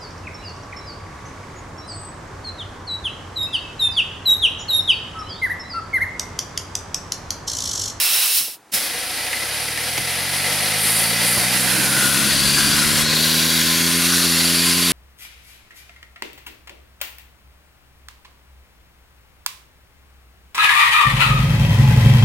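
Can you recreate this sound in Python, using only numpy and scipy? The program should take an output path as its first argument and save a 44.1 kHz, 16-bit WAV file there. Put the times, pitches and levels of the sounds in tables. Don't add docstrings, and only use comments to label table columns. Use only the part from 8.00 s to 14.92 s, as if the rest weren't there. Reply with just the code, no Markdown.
import sys
import numpy as np
from scipy import signal
from scipy.fft import rfft, irfft, next_fast_len
from scipy.io import wavfile
from scipy.ndimage import uniform_filter1d, map_coordinates

SR = 44100
rng = np.random.default_rng(int(sys.argv[2]) if len(sys.argv) > 2 else 0)


def int16_out(signal):
    q = np.round(np.clip(np.atleast_2d(signal).T, -1, 1) * 32767)
    wavfile.write(sys.argv[1], SR, q.astype(np.int16))


N = 305172

# time in seconds, speed in turns a second (Hz).
SPEED = [(0.75, 20.56), (0.95, 24.46), (1.2, 29.3), (1.49, 34.95), (1.73, 38.42), (1.97, 42.22),
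         (2.36, 47.28), (2.76, 52.4), (3.29, 59.03), (3.79, 64.67), (4.15, 68.57), (4.34, 68.9),
         (5.3, 79.4), (5.89, 84.5), (6.2, 86.6), (6.34, 83.9), (6.85, 87.5), (6.92, 86)]
# time in seconds, relative level in dB.
FLOW = [(0.92, -33), (1.0, -33), (2.32, -30.5), (2.47, -28.5), (2.94, -28), (5.42, -24.5), (6.92, -26)]
# frequency in Hz, left-right correlation (-1 to 1).
ALIKE = [(30, .4), (120, 1), (500, 0.88), (2500, 0.88), (5000, 0.92), (7500, .62), (10000, 0.8),
         (15000, .72)]
OPEN_S = 0.72
SLIP_S, SLIP_LENGTH_S = 5.02, .55
# (start s, length s, gain dB)
DRAUGHT_EDGE, DRAUGHT_CORE, DRAUGHT_RAMP_S = (3.28, 1.4, 8.7), (3.9, 1.15, 24.7), 0.46


def amp(db):
    return 10 ** (np.asarray(db) / 20)


def unit(x):
    return x / np.sqrt(np.mean(x ** 2) + 1e-20)


def along(points, hz):
    f, v = np.transpose(points)
    return np.interp(np.log(hz + 1), np.log(f + 1), v)


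def curves(rows):
    s, *cols = np.transpose(rows)
    return [np.interp(np.arange(N) / SR, s, c) for c in cols]


def since(s):
    return np.maximum(np.arange(N) / SR - s, 0)


def wobble(rate_hz):
    knots = rng.standard_normal(int(N * rate_hz / SR) + 4)
    return map_coordinates(knots, [np.arange(N) * rate_hz / SR])


def swell(start_s, length_s, rise, fall):
    return np.clip(np.minimum(since(start_s) / rise, 1 - since(start_s + length_s) / fall), 0, 1)


def flares(rows, rise=0.095, fall=0.18):
    return sum(db * swell(s, length, rise, fall) for s, length, db in rows)


def strikes(rows, t60, attack):
    ages = [(since(s), db) for s, db in rows]
    return sum(amp(db - 60 * age / t60) * (1 - np.exp(-age / attack)) for age, db in ages)


def filtered(x, response):
    m = next_fast_len(N + 8192)
    return irfft(rfft(x, m) * response(np.fft.rfftfreq(m, 1 / SR)), m)[..., :N]


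def resonance(f, centre_hz, width_hz):
    return 1j * f * width_hz / (centre_hz ** 2 - f * f + 1j * f * width_hz)


def colour(spectrum, modes=()):
    def response(f):
        peaks = sum(abs(amp(db) * resonance(f, hz, width)) ** 2 for hz, width, db in modes)
        return amp(along(spectrum, f)) * np.sqrt(1 + peaks)
    return response


def rush(response, alike=ALIKE):
    def mid_side(f):
        turn = np.arccos(np.clip(along(alike, f), -1, 1)) / 2
        return response(f) * np.array([np.cos(turn), np.sin(turn)])
    mid, side = filtered(rng.standard_normal((2, N)), mid_side)
    return unit(np.array([mid + side, mid - side]))


def ringing(centre_hz, width_hz):
    return rush(lambda f: resonance(f, centre_hz, width_hz) ** 2)


def patchy(x, depth_db):
    z = signal.stft(x, nperseg=1024)[2]
    field = uniform_filter1d(rng.standard_normal(z.shape[1:]), size=3, axis=0)
    field = uniform_filter1d(field, size=36, axis=1)
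    return unit(signal.istft(z * amp(depth_db * unit(field)), nperseg=1024)[1][:, :N])


def near_walls(x, wet_db, t60):
    t = np.arange(SR // 8) / SR
    tail = rng.standard_normal((2, len(t))) * amp(-60 * t / t60) * (t > .004)
    tail = tail[0] + np.array([[.4], [-.4]]) * tail[1]
    echoes = signal.fftconvolve(x, tail / np.linalg.norm(tail[0]), axes=1)[:, :N]
    return unit(x + amp(wet_db) * echoes)


def beamed(x, gain_db):
    return x + (amp(gain_db) - 1) * x.mean(axis=0)


def slid(x, shift_hz):
    analytic = signal.hilbert(x, next_fast_len(N))[:, :N]
    return np.real(analytic * np.exp(2j * np.pi * np.cumsum(shift_hz) / SR))


def room_tone():
    # frequency in Hz, relative density in dB.
    tone_spectrum = [(24, -46), (40, -17), (313, -4), (627, -8), (845, -2), (1140, -7), (2450, -11.5),
                     (2990, -16), (11100, -21), (15000, -31)]
    return amp(-52.0) * rush(colour(tone_spectrum))


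def free_jet():
    # frequency in Hz, relative density in dB.
    jet_spectrum = [(60, -32), (250, -24.5), (700, -13.5), (1100, -11), (1900, -8), (2600, -3.5),
                    (3300, -2.5), (5400, -2), (7200, -6), (9300, 0), (11200, 0), (13500, -3), (15700, -3.5)]
    # frequency in Hz, width in Hz, level over the rush in dB.
    jet_modes = [(2670, 78, 5), (2960, 110, -10), (3920, 130, 3.5), (4960, 120, -2), (5380, 140, 5.5),
                 (9200, 90, -4), (10200, 100, -1), (10800, 240, 0), (11800, 100, 5), (12800, 160, -5),
                 (14300, 200, 1)]
    release_s, bleed_db_per_s = .39, 111
    seat_s, seat_db_per_s = 0.548, 525
    pressure_db = -bleed_db_per_s * since(release_s) - seat_db_per_s * since(seat_s)
    thin = np.minimum(since(.24) / 0.086, 1)
    jet = colour(jet_spectrum, jet_modes)
    low = lambda f: 1 / (1 + (f / 3300) ** 8)
    roar = amp(-25.5 - 4.5 * thin) * rush(lambda f: jet(f) * np.sqrt(low(f)))
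    hiss = near_walls(rush(lambda f: jet(f) * np.sqrt(1 - low(f))), wet_db=-8, t60=.05)
    last_squeeze = (.32, 0.057, 3)
    hiss_db = -16.5 - 1.5 * thin + flares([last_squeeze], rise=0.037, fall=0.049)
    return amp(pressure_db) * (roar + amp(hiss_db + 0.52 * wobble(41.6)) * hiss)


def handling():
    # time in seconds, relative thump level in dB, relative knock level in dB.
    bump_rows = [(.403, -40.5, -55), (0.478, -58, -35), (1.978, -24, -42), (3.371, -22.5, -18)]
    # frequency in Hz, relative density in dB.
    buffet_spectrum = [(20, -15), (45, -2), (90, 3), (200, -23), (500, -30), (1000, -60)]
    # frequency in Hz, relative density in dB.
    churn_spectrum = [(25, -53), (70, -20), (130, -2), (220, 1.5), (320, -1), (500, -15), (900, -27)]
    buffet_db, churn_db = draught()
    buffet = rush(colour(buffet_spectrum), [(30, -0.11), (250, 0.09)])
    churn = rush(colour(churn_spectrum), [(60, .2), (300, 0.79)])
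    wind = amp(buffet_db + 0.95 * wobble(26)) * buffet + amp(churn_db + 2.5 * wobble(45)) * churn
    thump = rush(colour([(20, -15), (50, -8), (200, 3), (400, -14), (1000, -48)]))
    knock = rush(colour([(100, -15), (350, 2), (1050, -1), (1600, -25), (4000, -60)]))
    thumps = strikes([(s, db) for s, db, _ in bump_rows], t60=0.14, attack=0.0036) * thump
    knocks = strikes([(s, db) for s, _, db in bump_rows], t60=0.064, attack=0.0027) * knock
    return (np.arange(N) / SR > OPEN_S) * wind + thumps + knocks


def draught():
    flow_db, = curves(FLOW)
    crossing = lambda row: flares([row], DRAUGHT_RAMP_S, DRAUGHT_RAMP_S)
    return flow_db - 33 + crossing(DRAUGHT_CORE), flow_db - 13.5 + crossing(DRAUGHT_EDGE)


def spurt():
    # frequency in Hz, relative density in dB.
    spurt_spectrum = [(60, -26), (200, -5), (700, -22), (1200, -24), (1700, -10), (4100, -3.5), (5400, -6),
                      (7500, -5), (11200, -1.5), (15700, -7.5)]
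    # frequency in Hz, width in Hz, level over the rush in dB.
    spurt_modes = [(5270, 120, 12), (11000, 50, 8.1), (12700, 70, 2), (14100, 120, 4)]
    valve_opens_s, gush_hold_s, gush_fall_db_per_s = .011, 0.14, 160
    cracked = np.minimum(since(OPEN_S - .004) / valve_opens_s, 1)
    gush = cracked * amp(-27 - gush_fall_db_per_s * since(OPEN_S + gush_hold_s))
    burst = strikes([(.734, -11)], t60=0.15, attack=0.0092)
    return (gush + burst) * rush(colour(spurt_spectrum, spurt_modes))


def exhaust(angle):
    flow_db, = curves(FLOW)
    swing_s, swing_takes_s = 3.84, .22
    facing = 1 / (1 + np.exp((swing_s - np.arange(N) / SR) / swing_takes_s))
    slip = swell(SLIP_S, SLIP_LENGTH_S, rise=0.045, fall=0.46)
    chop = 1 + .065 * np.cos(angle)
    flutter = amp(0.32 * wobble(70) + 0.52 * wobble(18))
    body = chop * amp(0.75 * wobble(120)) * housing_rush(angle, facing, slip)
    return amp(flow_db) * flutter * (body + inlet(facing, slip) + treble(slip))


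def housing_rush(angle, facing, slip):
    # frequency in Hz, relative density in dB.
    away_spectrum = [(180, -28), (300, -11.5), (380, -15.5), (480, -5), (700, -9.5), (1150, -11.5),
                     (1800, -5.5), (2700, -5.5), (3600, -6.5), (4900, -5), (6900, -13.5), (8000, -17.5),
                     (10400, -19), (16000, -90)]
    # frequency in Hz, relative density in dB.
    toward_spectrum = [(250, -25), (420, -11.5), (560, -8.5), (880, -14), (1050, -9.5), (1200, -10),
                       (1500, -6), (2300, -5.5), (3500, -3), (5200, -4), (8000, -9), (10400, -21),
                       (16000, -90)]
    # frequency in Hz, width in Hz, level over the rush in dB.
    away_modes = [(503, 56, -8), (776, 200, 3), (1327, 42, 3), (1660, 81, -2), (2422, 84, 3)]
    # frequency in Hz, width in Hz, level over the rush in dB.
    housing_modes = [(1027, 23, 9.5), (1452, 60, 2.5), (1670, 26, -8), (2120, 84, -11), (2460, 28, 3.5),
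                     (2705, 92, 1), (3300, 80, -3.5)]
    # frequency in Hz, left-right correlation (-1 to 1).
    away_alike = [(300, 1), (1000, 0.89), (5000, 0.93), (7500, 0.44)]
    # frequency in Hz, left-right correlation (-1 to 1).
    toward_alike = [(400, 0.79), (1500, 0.97), (4000, 0.98), (6000, 0.86), (7500, 0.73)]
    # start in seconds, length in seconds, gain in dB.
    hoot_rows = [(3.08, 0.11, 6.5), (3.34, 0.36, 3), (4.78, 0.14, 12), (6.27, 0.13, 13)]
    away = near_walls(rush(colour(away_spectrum, away_modes), away_alike), wet_db=-8, t60=0.044)
    toward = patchy(rush(colour(toward_spectrum, housing_modes), toward_alike), depth_db=2)
    air = np.sqrt(1 - facing) * away + np.sqrt(facing) * toward
    cavity_db = -4 - 15.5 * facing + flares(hoot_rows) + 1.8 * wobble(45)
    cavity = (1 + 0.3 * np.cos(angle)) * amp(cavity_db) * ringing(2010, 190)
    outlet_db = -15 + 12.5 * swell(*DRAUGHT_EDGE[:2], DRAUGHT_RAMP_S, fall=1.0)
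    outlet = amp(outlet_db) * patchy(ringing(1540, 770), depth_db=4.5)
    return amp(5.5 - 1 * slip) * air + cavity + outlet


def inlet(facing, slip):
    # start in seconds, length in seconds, gain in dB.
    gust_rows = [(2.54, 0.31, 8.5), (3.92, 0.47, 5), (6.1, .6, 5.5)]
    # start in seconds, length in seconds, gain in dB.
    whistle_rows = [(2.72, 0.75, 9), (4.22, .44, 14), (5.08, 1.8, 10.5), (6.16, .12, 3.5), (6.38, .25, 3)]
    inlet_air = patchy(ringing(4100, 750), depth_db=1.0)
    inlet_air = amp(-13) * beamed(inlet_air, 5 * facing + flares(gust_rows))
    whistle = amp(-13.5 + wobble(25)) * beamed(ringing(4615, 200), flares(whistle_rows))
    howl_fade_db_per_s = 11
    howling = slip * amp(3 - howl_fade_db_per_s * since(SLIP_S)) * howl()
    return inlet_air + howling + whistle


def howl():
    sag_hz_per_s = 710
    return slid(ringing(4230, 602), -sag_hz_per_s * np.minimum(since(SLIP_S), SLIP_LENGTH_S))


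def treble(slip):
    # frequency in Hz, relative density in dB.
    fizz_spectrum = [(5500, -26), (8200, -6), (9100, -1), (10100, 1), (11100, -2.5), (12300, -8.5),
                     (14000, -20), (16000, -28)]
    # frequency in Hz, relative density in dB.
    sizzle_spectrum = [(7000, -23.5), (11500, -0.5), (13300, 1.5), (14500, -4), (16000, -5.5)]
    # frequency in Hz, left-right correlation (-1 to 1).
    fizz_alike = [(7500, 0.24), (9500, 0.71), (11500, 0.75), (14000, 0.61)]
    # start in seconds, length in seconds, gain in dB.
    surge_rows = [(2.5, 0.27, 1), (2.75, 0.23, 6.5), (3.18, .15, 6), (3.46, 0.69, 2.5), (6.36, 0.37, 1)]
    aim_db = flares(surge_rows) - 3.5 * slip
    rim_db = 7 * swell(5.02, 0.42, rise=0.18, fall=0.63)
    reseated_hz = 399 * np.minimum(since(SLIP_S) / SLIP_LENGTH_S, 1)
    fizz = slid(rush(colour(fizz_spectrum), fizz_alike), reseated_hz)
    fizz = beamed(patchy(fizz, depth_db=2.0), aim_db)
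    sizzle = patchy(rush(colour(sizzle_spectrum), fizz_alike), depth_db=1.0)
    sizzle = amp(-8) * beamed(sizzle, 0.84 * aim_db + rim_db)
    jump_db = 4 * swell(SLIP_S, .09, rise=.025, fall=.08)
    lean_db = 1.5 * np.array([[.5], [-.5]])
    return amp(2.5 - jump_db + lean_db + 0.31 * wobble(150)) * (fizz + sizzle)


def rotor(angle):
    order_levels_db = [-1.5, 2.5, 0.5, -6.5, -13.5, -39, -22.5]
    speed_hz, = curves(SPEED)
    lag_rad = np.array([[-.2], [.2]])
    radiated = lambda hz: hz ** 2 / (hz ** 2 + 135 ** 2)
    sizes = [amp(db) * radiated(order * speed_hz) for order, db in enumerate(order_levels_db, 1)]
    puffs = -sum(size * np.sin(order * angle + lag_rad) for order, size in enumerate(sizes, 1))
    puffs = puffs / np.sqrt(np.sum(np.square(sizes), axis=0) / 2)
    ref_hz, db_per_octave = 87.6, 12.5
    start_loss_db = 6.5 * np.exp(-since(OPEN_S) / 0.83)
    throb_db = -24.5 + db_per_octave * np.log2(speed_hz / ref_hz) - start_loss_db
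    return amp(throb_db + 0.53 * wobble(30)) * puffs * amp([[-1.1], [1.1]])


def ticks():
    # time in seconds, relative crack level in dB, ring relative to crack in dB.
    tick_rows = [(.989, -25, -1.5), (1.265, -17, -7), (1.329, -17, 6), (1.337, -24, -6), (1.774, -15, 1),
                 (1.883, -26, -11), (1.928, -18, -10), (1.977, -8, -15)]
    crack = strikes([(s, db) for s, db, _ in tick_rows], t60=0.039, attack=0.0005)
    ring = strikes([(s, db + ring_db) for s, db, ring_db in tick_rows], t60=0.056, attack=.001)
    bright = rush(colour([(300, -9), (2500, 4.5), (9000, -4.5), (16000, -12)]))
    return amp(-6) * crack * bright + amp(-5.5) * ring * ringing(2050, 530)


def scene():
    # time in seconds, left minus right in dB.
    pan_rows = [(0.0, -2), (0.73, -1), (0.85, 0), (3.45, -0.5), (3.7, -3.5), (4.12, 2.5), (5.86, 0.5),
                (6.92, 0)]
    angle = 2 * np.pi * np.cumsum(curves(SPEED)[0]) / SR
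    valve = np.clip((np.arange(N) / SR - OPEN_S) / 0.021, 0, 1)
    air = free_jet() + spurt() + valve * exhaust(angle) + ticks()
    air = air * amp(np.outer([.5, -.5], curves(pan_rows)[0]))
    return air + valve * rotor(angle) + handling() + room_tone()


def record(dry):
    top_hz = 15800
    return filtered(dry, lambda hz: hz < top_hz)


dry = scene()
out = record(dry)
int16_out(out)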